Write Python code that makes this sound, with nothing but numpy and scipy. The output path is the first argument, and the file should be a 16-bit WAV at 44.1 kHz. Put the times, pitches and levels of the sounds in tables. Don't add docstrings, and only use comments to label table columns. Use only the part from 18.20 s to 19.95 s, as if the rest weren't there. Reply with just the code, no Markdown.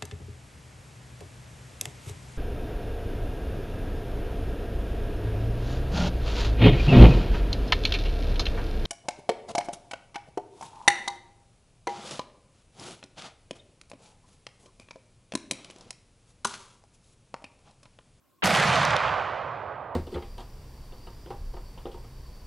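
import sys
import numpy as np
from scipy import signal
from scipy.io import wavfile
from scipy.ndimage import uniform_filter1d

SR = 44100
rng = np.random.default_rng(int(sys.argv[2]) if len(sys.argv) > 2 else 0)


def unload_audio(sound):
    columns = np.transpose(np.atleast_2d(sound))
    steps = np.round(np.clip(columns, -1, 1) * 32767)
    wavfile.write(sys.argv[1], SR, steps.astype(np.int16))


N = 77175
RUN_IN_SAMPLES = 8000

# f/Hz, level/dB per Hz
BLAST_SPECTRUM = [(47, -53), (80, -38), (908, -4), (2080, -7.5), (2410, -10), (3350, -12), (5310, -34),
                  (6500, -60), (8450, -88.5), (14300, -120)]
# f/Hz, level/dB per Hz
NEAR_SPECTRUM = [(20, -45.5), (30, -24), (90, -8.5), (196, -4), (314, -14), (443, -11), (659, -2.5),
                 (979, -11.5), (1300, -7), (2220, -11.5), (4500, -19), (9480, -28), (13400, -38),
                 (15000, -44), (16500, -48)]
# f/Hz, loss/dB per s
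NEAR_LOSS = [(40, 40), (150, 38), (350, 65.5), (1000, 28.5), (2500, 34), (5000, 45), (8000, 59.5),
             (11000, 78.5), (13000, 105), (15000, 150.5), (16500, 169.5)]
# f/Hz, left minus right/dB
NEAR_PAN = [(60, 1), (200, -0.5), (380, -7), (700, -6), (1290, -2), (2380, -2), (4400, 0), (9000, 0),
            (12000, 0)]
# f/Hz, level/dB per Hz
FAR_SPECTRUM = [(18, -63), (30, -30.5), (78, -7.5), (108, -4), (138, -6), (204, -20), (377, -13), (596, 0),
                (1050, -3), (1150, 0), (1740, -11), (3080, -22), (7000, -44), (9100, -77), (15400, -120)]
# f/Hz, loss/dB per s
FAR_LOSS = [(40, 11.5), (300, 7), (1000, 16), (2000, 21), (3500, 30), (7000, 44)]
# f/Hz, left minus right/dB
FAR_PAN = [(60, -0.5), (110, -0.5), (200, 0), (380, -9), (700, -7.5), (1290, -5.5), (2380, -4.5),
           (4400, -2), (8120, 3), (15000, 9)]
# f/Hz, likeness/1
ROAR_LIKENESS = [(30, 0.61), (60, 0.99), (130, 1), (290, 0.98), (640, 0.99), (1400, .99), (3100, 1),
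                 (4500, 0.98), (6100, 0.78), (7500, 0.82), (10500, .9), (12000, .999)]
# t/s, ring level/dB, ring f/Hz, snap level/dB
TRUNK_ECHOES = [(.2387, 0, 2700, -4), (.2433, 2, 2500, -12), (0.258, 10, 6000, 9), (.350, 10, 3000, 0),
                (.373, 0, 6000, -6), (0.4453, -2, 3000, -10), (0.6313, -24, 2000, -14),
                (0.6517, 1, 5730, -9.5), (0.6803, -6, 2290, -19), (0.7067, -10, 6000, -22),
                (.7245, -24, 5000, -24), (.7620, -4, 3200, -23), (.7658, 4, 3680, -7),
                (.8145, -19, 3470, -41), (1.12, -38, 6410, -51)]
# t/s of the peak, level/dB, f/Hz
ROLLS = [(.27, -10, 107), (0.302, -1, 197), (0.339, -3, 175), (0.399, -5.5, 164), (0.502, -7.5, 131),
         (0.602, -14.5, 146), (.69, -18.5, 140), (0.751, -16.5, 159), (0.888, -22.5, 113), (1.36, -33, 125)]
# t/s, added level/dB
SWELLS = [(.75, 8.8), (0.861, 3.3), (.93, 2.9), (.985, 3.1)]
# f/Hz, level/dB per Hz
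AIR_SPECTRUM = [(30, -14.5), (72, -0.5), (160, -4), (290, 1), (400, -6), (650, -6), (900, -12),
                (1300, -11.5), (1940, -20), (2600, -15.5), (4400, -21), (6500, -20.5), (16500, -21.5)]
# f/Hz, likeness/1
AIR_LIKENESS = [(60, 0.44), (240, 0.2), (950, 0.78), (3770, 0.71), (15000, 0.78)]

BLAST_START_S, BLAST_RISE_S, BLAST_HOLD_S, BLAST_DB = 0.2218, 0.002, 0.025, -14.5
BLAST_TOP_HZ, BLAST_LIKENESS = 5600, -0.25
PULSE_S, PULSE_LENGTH_S, PULSE_LEFT_DB, PULSE_RIGHT_DB = 0.2333, 0.00131, 3, -3
ROAR_S, NEAR_RISE_S, NEAR_DB = 0.240, 0.008, 1
SMALL_ECHOES_PER_S, SMALL_SPREAD_DB, SMALL_DB = 450, 4.5, -6
ECHO_SNAP_S, ECHO_RING_CYCLES_PER_30_DB = 0.0008, 5.6
SNAP_LOW_HZ, SNAP_SLOPE_HZ = 1800, 5950
ECHO_TOP_HZ, ECHO_DULLING_HZ_PER_S, ECHO_RIGHT_LAG_S = 16000, 8200, 7e-6
ROLL_CYCLES = 6.0
FAR_DB, FAR_RISE_S, FAR_REFERENCE_S, SWELL_WIDTH_S = -19, 0.27, 1, 0.021
AIR_DB, THROB_HZ, THROB_WIDTH_HZ, THROB_DB = -70, 1073, 60, -77
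LIMIT_DB, LIMIT_WINDOW_S, LIMIT_RELEASE_DB_PER_S = -20, 0.0084, 93
DUCK_FROM_DB, DUCK_MOST_DB, DUCK_RELEASE_DB_PER_S = -33.5, 12, 4
CUTOFF_HZ = 16750


def blast(t):
    since_s = t - BLAST_START_S
    attack = np.clip(since_s / BLAST_RISE_S, 0, 1)
    release = np.clip((BLAST_HOLD_S - since_s) / BLAST_RISE_S + 1, 0, 1)
    burst = field(noise(), BLAST_SPECTRUM, [(1, BLAST_LIKENESS)]) * attack * release
    phase = (t - PULSE_S) / PULSE_LENGTH_S
    n_wave = (1 - 2 * phase) * (phase >= 0) * (phase < 1)
    front = n_wave * from_db([[PULSE_LEFT_DB], [PULSE_RIGHT_DB]]) * [[1], [-1]]
    return butter(from_db(BLAST_DB) * burst + front, BLAST_TOP_HZ, "low", order=8)


def near_trunks(t):
    since_s = np.maximum(t - ROAR_S, 0)
    white = noise()
    size_db = SMALL_SPREAD_DB * np.minimum(rng.exponential(1, N), 4)
    sizes = from_db(size_db) * rng.choice([-1, 1], N)
    hits = rng.random(N) < SMALL_ECHOES_PER_S / SR
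    white[:, 0, RUN_IN_SAMPLES:] += from_db(SMALL_DB) * rms_one(sizes * hits)
    rise = 1 - np.exp(-since_s / NEAR_RISE_S)
    roar = field(white, NEAR_SPECTRUM, ROAR_LIKENESS, NEAR_PAN, NEAR_LOSS, since_s, patchy_db=1.5)
    return from_db(NEAR_DB) * rise * roar


def single_trunks():
    span_s = np.arange(800) / SR
    out = np.zeros(N + len(span_s))
    rough = rng.standard_normal((len(TRUNK_ECHOES), len(span_s)))
    shape = span_s / ECHO_SNAP_S * np.exp(1 - 2 * span_s / ECHO_SNAP_S)
    for (start_s, ring_db, hz, snap_db), grain in zip(TRUNK_ECHOES, rough):
        decay_db = 30 * span_s * hz / ECHO_RING_CYCLES_PER_30_DB
        ring = from_db(ring_db - decay_db) * np.sin(2 * np.pi * hz * span_s)
        snap = butter(grain * shape, SNAP_LOW_HZ, "high", order=2)
        snap = butter(snap, SNAP_SLOPE_HZ, "low", order=1)
        snap = from_db(snap_db) * snap / np.abs(snap).max()
        top_hz = min(ECHO_TOP_HZ - ECHO_DULLING_HZ_PER_S * start_s, 0.45 * SR)
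        i = int(start_s * SR)
        out[i:i + len(span_s)] += butter(ring + snap, top_hz, "low", order=6)
    left = out[:N]
    right = np.interp(np.arange(N) - ECHO_RIGHT_LAG_S * SR, np.arange(N), left)
    return np.array([left, right])


def rolls(t):
    phases = rng.uniform(0, 2 * np.pi, (len(ROLLS), 1))
    peak_s, level_db, hz = np.transpose(ROLLS)[:, :, None]
    cycles = (t - peak_s) * hz
    shape = np.cos(np.pi * np.clip(cycles / ROLL_CYCLES, -0.5, 0.5)) ** 2
    surges = from_db(level_db) * shape * np.sin(2 * np.pi * cycles + phases)
    return np.sum(surges, axis=0) * (t > ROAR_S)


def far_slopes(t):
    rise = 1 - np.exp(-np.maximum(t - ROAR_S, 0) / FAR_RISE_S)
    swell_db = sum(db * np.exp(-((t - s) / SWELL_WIDTH_S) ** 2) for s, db in SWELLS)
    since_s = t - FAR_REFERENCE_S
    wash = field(noise(), FAR_SPECTRUM, ROAR_LIKENESS, FAR_PAN, FAR_LOSS, since_s, patchy_db=1.0)
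    return from_db(FAR_DB + swell_db) * rise * wash


def background():
    band_hz = [THROB_HZ - THROB_WIDTH_HZ / 2, THROB_HZ + THROB_WIDTH_HZ / 2]
    tone = rms_one(butter(rng.standard_normal(N), band_hz, "band", order=2))
    throb = tone * from_db(THROB_DB + 4.0 * drift(25))
    return from_db(AIR_DB) * field(noise(), AIR_SPECTRUM, AIR_LIKENESS, patchy_db=2.0) + throb


def field(white, spectrum, likeness, pan=((1, 0),), loss=((1, 0),), since_s=0, patchy_db=0):
    out, power = 0, 0
    edges_hz = 25 * 2 ** np.r_[0:6.9:1 / 3, 7:9.5:1 / 7]
    low_end_hz, high_end_hz = spectrum[0][0], spectrum[-1][0]
    for k, (low, high) in enumerate(zip(edges_hz, edges_hz[1:])):
        hz = np.sqrt(low * high)
        if not (low_end_hz < hz and low < high_end_hz):
            continue
        mid, side = butter(white[k % 2], [low, high], "band", order=4)[:, RUN_IN_SAMPLES:]
        alike = np.clip(at_hz(likeness, hz), -1, 1)
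        lean_db = at_hz(pan, hz) / 2
        level_db = at_hz(spectrum, hz)
        power += from_db(2 * level_db) * 2 * (high - low) / SR
        gain = from_db(level_db - at_hz(loss, hz) * since_s + patchy_db * drift(11.5))
        pair = np.sqrt((1 + alike) / 2) * mid + np.sqrt((1 - alike) / 2) * side * [[1], [-1]]
        out = out + gain * pair * from_db([[lean_db], [-lean_db]])
    return out / np.sqrt(power)


def noise():
    return rng.standard_normal((2, 2, RUN_IN_SAMPLES + N))


def drift(rate_hz):
    r = np.exp(-2 * np.pi * rate_hz * 40 / SR)
    slow = signal.lfilter([1], [1, -2 * r, r * r], rng.standard_normal(N // 40 + 1002))[1000:]
    return np.interp(np.arange(N) / 40, np.arange(len(slow)), rms_one(slow))


def butter(x, hz, kind, order):
    return signal.sosfilt(signal.butter(order, hz, kind, fs=SR, output="sos"), x)


def at_hz(points, hz):
    table_hz, values = np.array(points).T
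    return np.interp(np.log(hz), np.log(table_hz), values)


def rms_one(x):
    return x / np.sqrt(np.mean(x ** 2) + 1e-20)


def from_db(db):
    return 10 ** (np.asarray(db) / 20)


def scene():
    t = np.arange(N) / SR
    return blast(t) + near_trunks(t) + far_slopes(t) + rolls(t) + single_trunks() + background()


def held(cut_db, release_db_per_s):
    ramp_db = release_db_per_s * np.arange(N) / SR
    return np.maximum.accumulate(cut_db + ramp_db) - ramp_db


def record(dry):
    power = uniform_filter1d(np.mean(dry ** 2, axis=0), int(LIMIT_WINDOW_S * SR))
    level_db = 10 * np.log10(power + 1e-12)
    duck_db = held(np.clip(level_db - DUCK_FROM_DB, 0, DUCK_MOST_DB), DUCK_RELEASE_DB_PER_S)
    limit_db = held(np.maximum(level_db - duck_db - LIMIT_DB, 0), LIMIT_RELEASE_DB_PER_S)
    top_cut = signal.cheby2(18, 60, CUTOFF_HZ, fs=SR, output="sos")
    return signal.sosfilt(top_cut, dry * from_db(-duck_db - limit_db))


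dry = scene()
out = record(dry)
unload_audio(out)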